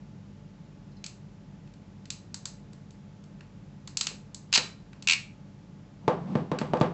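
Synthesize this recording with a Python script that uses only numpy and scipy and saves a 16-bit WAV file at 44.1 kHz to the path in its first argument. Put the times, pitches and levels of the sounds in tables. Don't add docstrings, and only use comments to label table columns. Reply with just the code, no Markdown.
import sys
import numpy as np
from scipy import signal
from scipy.fft import rfft, irfft
from scipy.io import wavfile
from scipy.ndimage import uniform_filter1d, minimum_filter1d

SR = 44100
rng = np.random.default_rng(int(sys.argv[2]) if len(sys.argv) > 2 else 0)


def inscribe(sig):
    pcm = np.round(np.clip(np.atleast_2d(sig).T, -1, 1) * 32767)
    wavfile.write(sys.argv[1], SR, pcm.astype(np.int16))


N = 305613
TIME = np.arange(N) / SR

# centre_hz, width_hz, relative_db
LINKAGE = [(1280, 1100, -5.5), (2700, 790, -0.5), (4320, 1540, .2), (6980, 2050, -3.5)]


def from_db(db):
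    return 10 ** (np.asarray(db) / 20)


def rms_one(x):
    return x / np.sqrt(np.mean(x ** 2) + 1e-20)


def at_hz(points, hz):
    known_hz, values = np.transpose(points)
    return np.interp(np.log(np.maximum(hz, 1)), np.log(known_hz), values)


def add(track, start_s, sound):
    start = int(start_s * SR)
    track[start:start + len(sound)] += sound[:N - start]


def noise(spectrum):
    hz = np.arange(N // 2 + 1) * SR / N
    colour = from_db(at_hz(spectrum, hz)) * (hz > 32)
    return rms_one(irfft(rfft(rng.standard_normal(N)) * colour, N))


def resonate(x, centre_hz, width_hz):
    low_hz = np.hypot(centre_hz, width_hz / 2) - width_hz / 2
    band = signal.butter(2, [low_hz, low_hz + width_hz], "band", fs=SR, output="sos")
    return signal.sosfilt(band, x)


def ring(x, modes, ring_db):
    out = np.zeros(N)
    for hz, db, t60_s in modes:
        radius = np.exp(-np.log(1000) / (min(t60_s, .4) * SR))
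        w = 2 * np.pi * hz / SR
        zeros = [1, -radius * np.cos(w)]
        poles = [1, -2 * radius * np.cos(w), radius ** 2]
        out += from_db(db + ring_db) * signal.lfilter(zeros, poles, x + 1e-18)
    return out


def room(x, first_echo_s, build_s, wet_db, size=26000):
    # centre_hz, t60_s
    room_t60 = [(130, 0.2), (550, 0.37), (2800, 0.3), (7500, 0.28)]
    # centre_hz, relative_db
    room_db = [(120, -4), (500, -5), (1500, -1.5), (3000, -7), (5000, -7), (8000, -5.5)]
    t = np.arange(size) / SR
    onset = 1 - np.exp(-np.maximum(t - first_echo_s, 0) / build_s)
    edges_hz = np.geomspace(60, 10000, 16)
    response = np.zeros(size)
    for low_hz, high_hz in zip(edges_hz, edges_hz[1:]):
        centre_hz, width_hz = np.sqrt(low_hz * high_hz), high_hz - low_hz
        decay = np.exp(-np.log(1000) * t / at_hz(room_t60, centre_hz))
        tail = resonate(rng.standard_normal(size), centre_hz, width_hz) * onset * decay
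        gain = from_db(at_hz(room_db, centre_hz)) * np.sqrt(2 * width_hz / SR)
        response += gain * tail / np.linalg.norm(tail)
    return from_db(wet_db) * signal.fftconvolve(x, response)[:N]


def drives(resonances, strength_db, bright_db_per_octave, pivot_hz):
    return strength_db + bright_db_per_octave * np.log2(np.array(resonances)[:, 0] / pivot_hz)


def at_node(nearness, loss_db):
    return nearness * np.array(loss_db)


def blows(rows, resonances, scatter_s, scatter_db, size=4096):
    t = np.arange(size) / SR
    sent, near = np.zeros((2, N))
    unit = np.sqrt(SR / 250)
    for start_s, *drives_db in rows:
        force = rng.standard_normal(size) * (t < scatter_s)
        force *= from_db(scatter_db) / np.linalg.norm(force)
        force[0] += 1
        for k, ((hz, width_hz, db), drive_db) in enumerate(zip(resonances, drives_db)):
            level = (-1) ** k * unit * from_db(db + drive_db)
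            for track, push in ((sent, signal.unit_impulse(size)), (near, force)):
                motion = resonate(push + 1e-18, hz, width_hz)
                add(track, start_s, level * motion / np.linalg.norm(motion))
    return np.array([sent, near])


def fan(waver_rad=0.69):
    # hz, relative_db_per_hz
    air = [(15, -49.5), (25, -19.5), (53, -11.5), (71, -19), (90, -9.5), (153, -2.5), (209, -4.5),
           (230, -11.5), (286, -15.5), (315, -17), (733, -27), (868, -28.5), (1710, -34.5), (7260, -44),
           (8000, -56.5), (10400, -79.5), (17600, -120)]
    # pitch_hz, rms_db
    tones = [(48.4, -63.5), (100, -58.5), (145.3, -56.5), (199.2, -55.5), (290.7, -66.5), (576, -73),
             (861.3, -73)]
    out = from_db(-49.5) * noise(air)
    knots_s = np.linspace(0, TIME[-1], 30)
    for hz, db in tones:
        wander = waver_rad * np.interp(TIME, knots_s, rng.standard_normal(len(knots_s)))
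        phase = wander + rng.uniform(0, 2 * np.pi)
        out += from_db(db) * np.sqrt(2) * np.sin(2 * np.pi * hz * TIME + phase)
    return out


def return_spring():
    # start_s, strength_db
    twangs = [(0.9193, -67), (0.969, -59), (2.1035, -45), (3.9712, -42), (4.0102, -32), (4.5523, -20)]
    # pitch_hz, relative_db, t60_s
    spring_modes = [(4020, -8.5, 0.33), (4230, 1, 0.078), (4500, -8, .25), (4910, -5.5, .07),
                    (5080, -3.5, .09)]
    plucks = np.zeros(N)
    for start_s, db in twangs:
        add(plucks, start_s, [from_db(db)])
    return ring(plucks, spring_modes, ring_db=-1.0)


def link_clicks():
    # start_s, strength_db, bright_db_per_octave, nearness to the node of the plates' bend (0-1)
    clicks = [(1.041, -40, 4, 0), (1.0629, -40.5, 6.5, .2), (1.6745, -67, -3, 0), (1.738, -63.5, 2, .1),
              (2.0553, -54, 1, .1), (2.1035, -35, 6.5, 0.12), (2.3433, -37, 4, 0.9),
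              (2.455, -34.5, 4.5, .85), (2.7315, -57, 1, 0.9), (2.907, -60.5, 7, .1), (3.2394, -64, 5, .3),
              (3.4075, -57.5, -6.5, 0.1), (3.875, -42.5, 1.5, 0.6), (3.971, -28.3, 7.5, 0.3),
              (4.0102, -26, 5, 0.28), (4.069, -29, 3, .05), (4.3454, -42, 7.5, 0.95),
              (4.521, -53.5, 2.5, 0), (4.9307, -58, -6, .15), (5.024, -46.5, 3.5, 0), (6.587, -37, -3, 0.2),
              (6.771, -52.5, -7, .3), (6.8008, -53, 1, .5)]
    node_loss_db = [-1.5, 15.5, 1, -1.5]
    rows = []
    for start_s, db, bright, nearness in clicks:
        drive_db = drives(LINKAGE, db, bright, pivot_hz=4080) - at_node(nearness, node_loss_db)
        rows.append((start_s, *drive_db))
    return blows(rows, LINKAGE, scatter_s=0.0034, scatter_db=9.0)


def table():
    # start_s, strength_db, bright_db_per_octave, nearness to a node (0-1)
    knocks = [(4.111, -50, -6, 0.4), (4.576, -37.5, -3, 0), (6.0793, -19.5, -1.2, 0),
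              (6.3536, -21, -4, 0.88), (6.5163, -22.5, -3, .6), (6.6146, -25, -2, .85),
              (6.735, -22.5, -2, 0.03), (6.8116, -15.5, -2.04, 0.63)]
    # centre_hz, width_hz, relative_db
    resonances = [(172, 140, -3), (460, 317, 1.5), (880, 504, 0), (2200, 2660, -9.8)]
    node_loss_db = [0, 10, 7, 0]
    # pitch_hz, relative_db, t60_s (ring() caps it at 0.4 s)
    modes = [(107, -6.5, 0.85), (149.7, -2.5, 0.59), (169.3, 3, 0.56), (227, -3.5, 0.21), (272, -16, 0.49),
             (329, -1.5, .25), (429.5, -4, 0.27), (613, -3, .21), (690, -11, 0.13), (882, 3.5, 0.23),
             (1043, -5, 0.18), (1168, 5, 0.27)]
    # time_s, relative_db
    slide_points = [(5.98, -80), (6.04, -45.5), (6.25, -37), (6.33, -31), (6.42, -34), (6.49, -44.5),
                    (6.7, -35.5), (6.93, -42)]
    # hz, relative_db_per_hz
    rumble = [(60, -26.5), (120, -0.5), (190, 7.5), (280, -6.5), (500, -14.5), (1100, -18.5), (2000, -58)]
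    hiss = [(600, -14), (1500, 7), (4500, -3), (8000, -15)]

    rows = []
    for start_s, db, bright, nearness in knocks:
        drive_db = drives(resonances, db, bright, pivot_hz=500) - at_node(nearness, node_loss_db)
        rows.append((start_s, *drive_db))
    sent, near = blows(rows, resonances, scatter_s=0.0067, scatter_db=3)
    hollow = np.interp(TIME - .015, TIME, resonate(sent + 1e-18, centre_hz=494, width_hz=35))
    boom = ring(sent, modes, ring_db=-53.5) + from_db(6.5) * hollow
    rubbing = from_db(np.interp(TIME, *np.transpose(slide_points)) - 1.5)
    slide = rubbing * (noise(rumble) + from_db(-25.5) * noise(hiss))
    walls = room(sent, first_echo_s=0.0059, build_s=0.0017, wet_db=1.47)
    return near + boom + walls + slide


def jaw_release():
    # start_s, strength_db, bright_db_per_octave
    release = [(4.5272, -27.5, 0), (4.5375, -25, 1.5), (4.5437, -27.5, 3.5), (4.5483, -26, 3.5),
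               (4.5529, -27.5, 4), (4.556, -23.5, -1), (4.5603, -24.5, -0.5), (4.5757, -25.5, 0.5),
               (4.5815, -33, -4.5)]
    colour_db = [-1, 1, 4, .3]
    rows = [(start_s, *drives(LINKAGE, db, bright, pivot_hz=4000) + colour_db)
            for start_s, db, bright in release]
    return blows(rows, LINKAGE, scatter_s=0.0036, scatter_db=9.5)


def pawl_run(teeth=6):
    # centre_hz, width_hz, relative_db
    pawl = [(1374, 1200, -19), (2520, 510, -1), (3800, 1570, -6.5), (6800, 3600, -8)]
    start_s, spacing_s, peak_db, loss_db_per_tooth = 5.0731, .01202, -17.5, 1.3
    rows = []
    for k in range(teeth):
        tooth_db = peak_db - abs(k - 2) * loss_db_per_tooth
        rows.append((start_s + k * spacing_s, *[tooth_db] * len(pawl)))
    return blows(rows, pawl, scatter_s=0.0043, scatter_db=7.5)


def pliers():
    # pitch_hz, relative_db, t60_s
    steel_modes = [(1150, -11, 0.17), (1932, -9, .3), (2195, -7, 0.32), (2404, -4.5, .25),
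                   (2463, -0.5, .26), (2564, -1.5, 0.22), (2627, -3, 0.22), (2705, -2, .23),
                   (3760, -8.5, .3), (4007, -3.5, 0.37), (4250, -1, .3), (4582, -2.5, 0.29),
                   (4840, -6, 0.24), (5150, -4, 0.25), (6412, -10.5, 0.32), (7500, -5, 0.32)]
    twangs = return_spring()
    click_sent, click_near = link_clicks()
    snap_sent, snap_near = jaw_release()
    pawl_sent, pawl_near = pawl_run()
    plates = ring(click_sent + snap_sent + from_db(1) * pawl_sent, steel_modes, ring_db=-53.5)
    sent = click_sent + from_db(-1) * (snap_sent + pawl_sent) + from_db(-12) * twangs
    walls = room(sent, first_echo_s=.002, build_s=0.00092, wet_db=-0.03)
    return click_near + snap_near + pawl_near + plates + twangs + walls


def scene():
    return (fan() + pliers() + table())[None]


def record(dry):
    wanted_db = np.minimum(-7.5 - 20 * np.log10(np.abs(dry) + 1e-9), 0)
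    gain_db = uniform_filter1d(minimum_filter1d(wanted_db, size=89), size=89)
    steep = signal.ellip(8, .5, 70, 7900, fs=SR, output="sos")
    return signal.sosfilt(steep, dry * from_db(gain_db))


dry = scene()
out = record(dry)
inscribe(out)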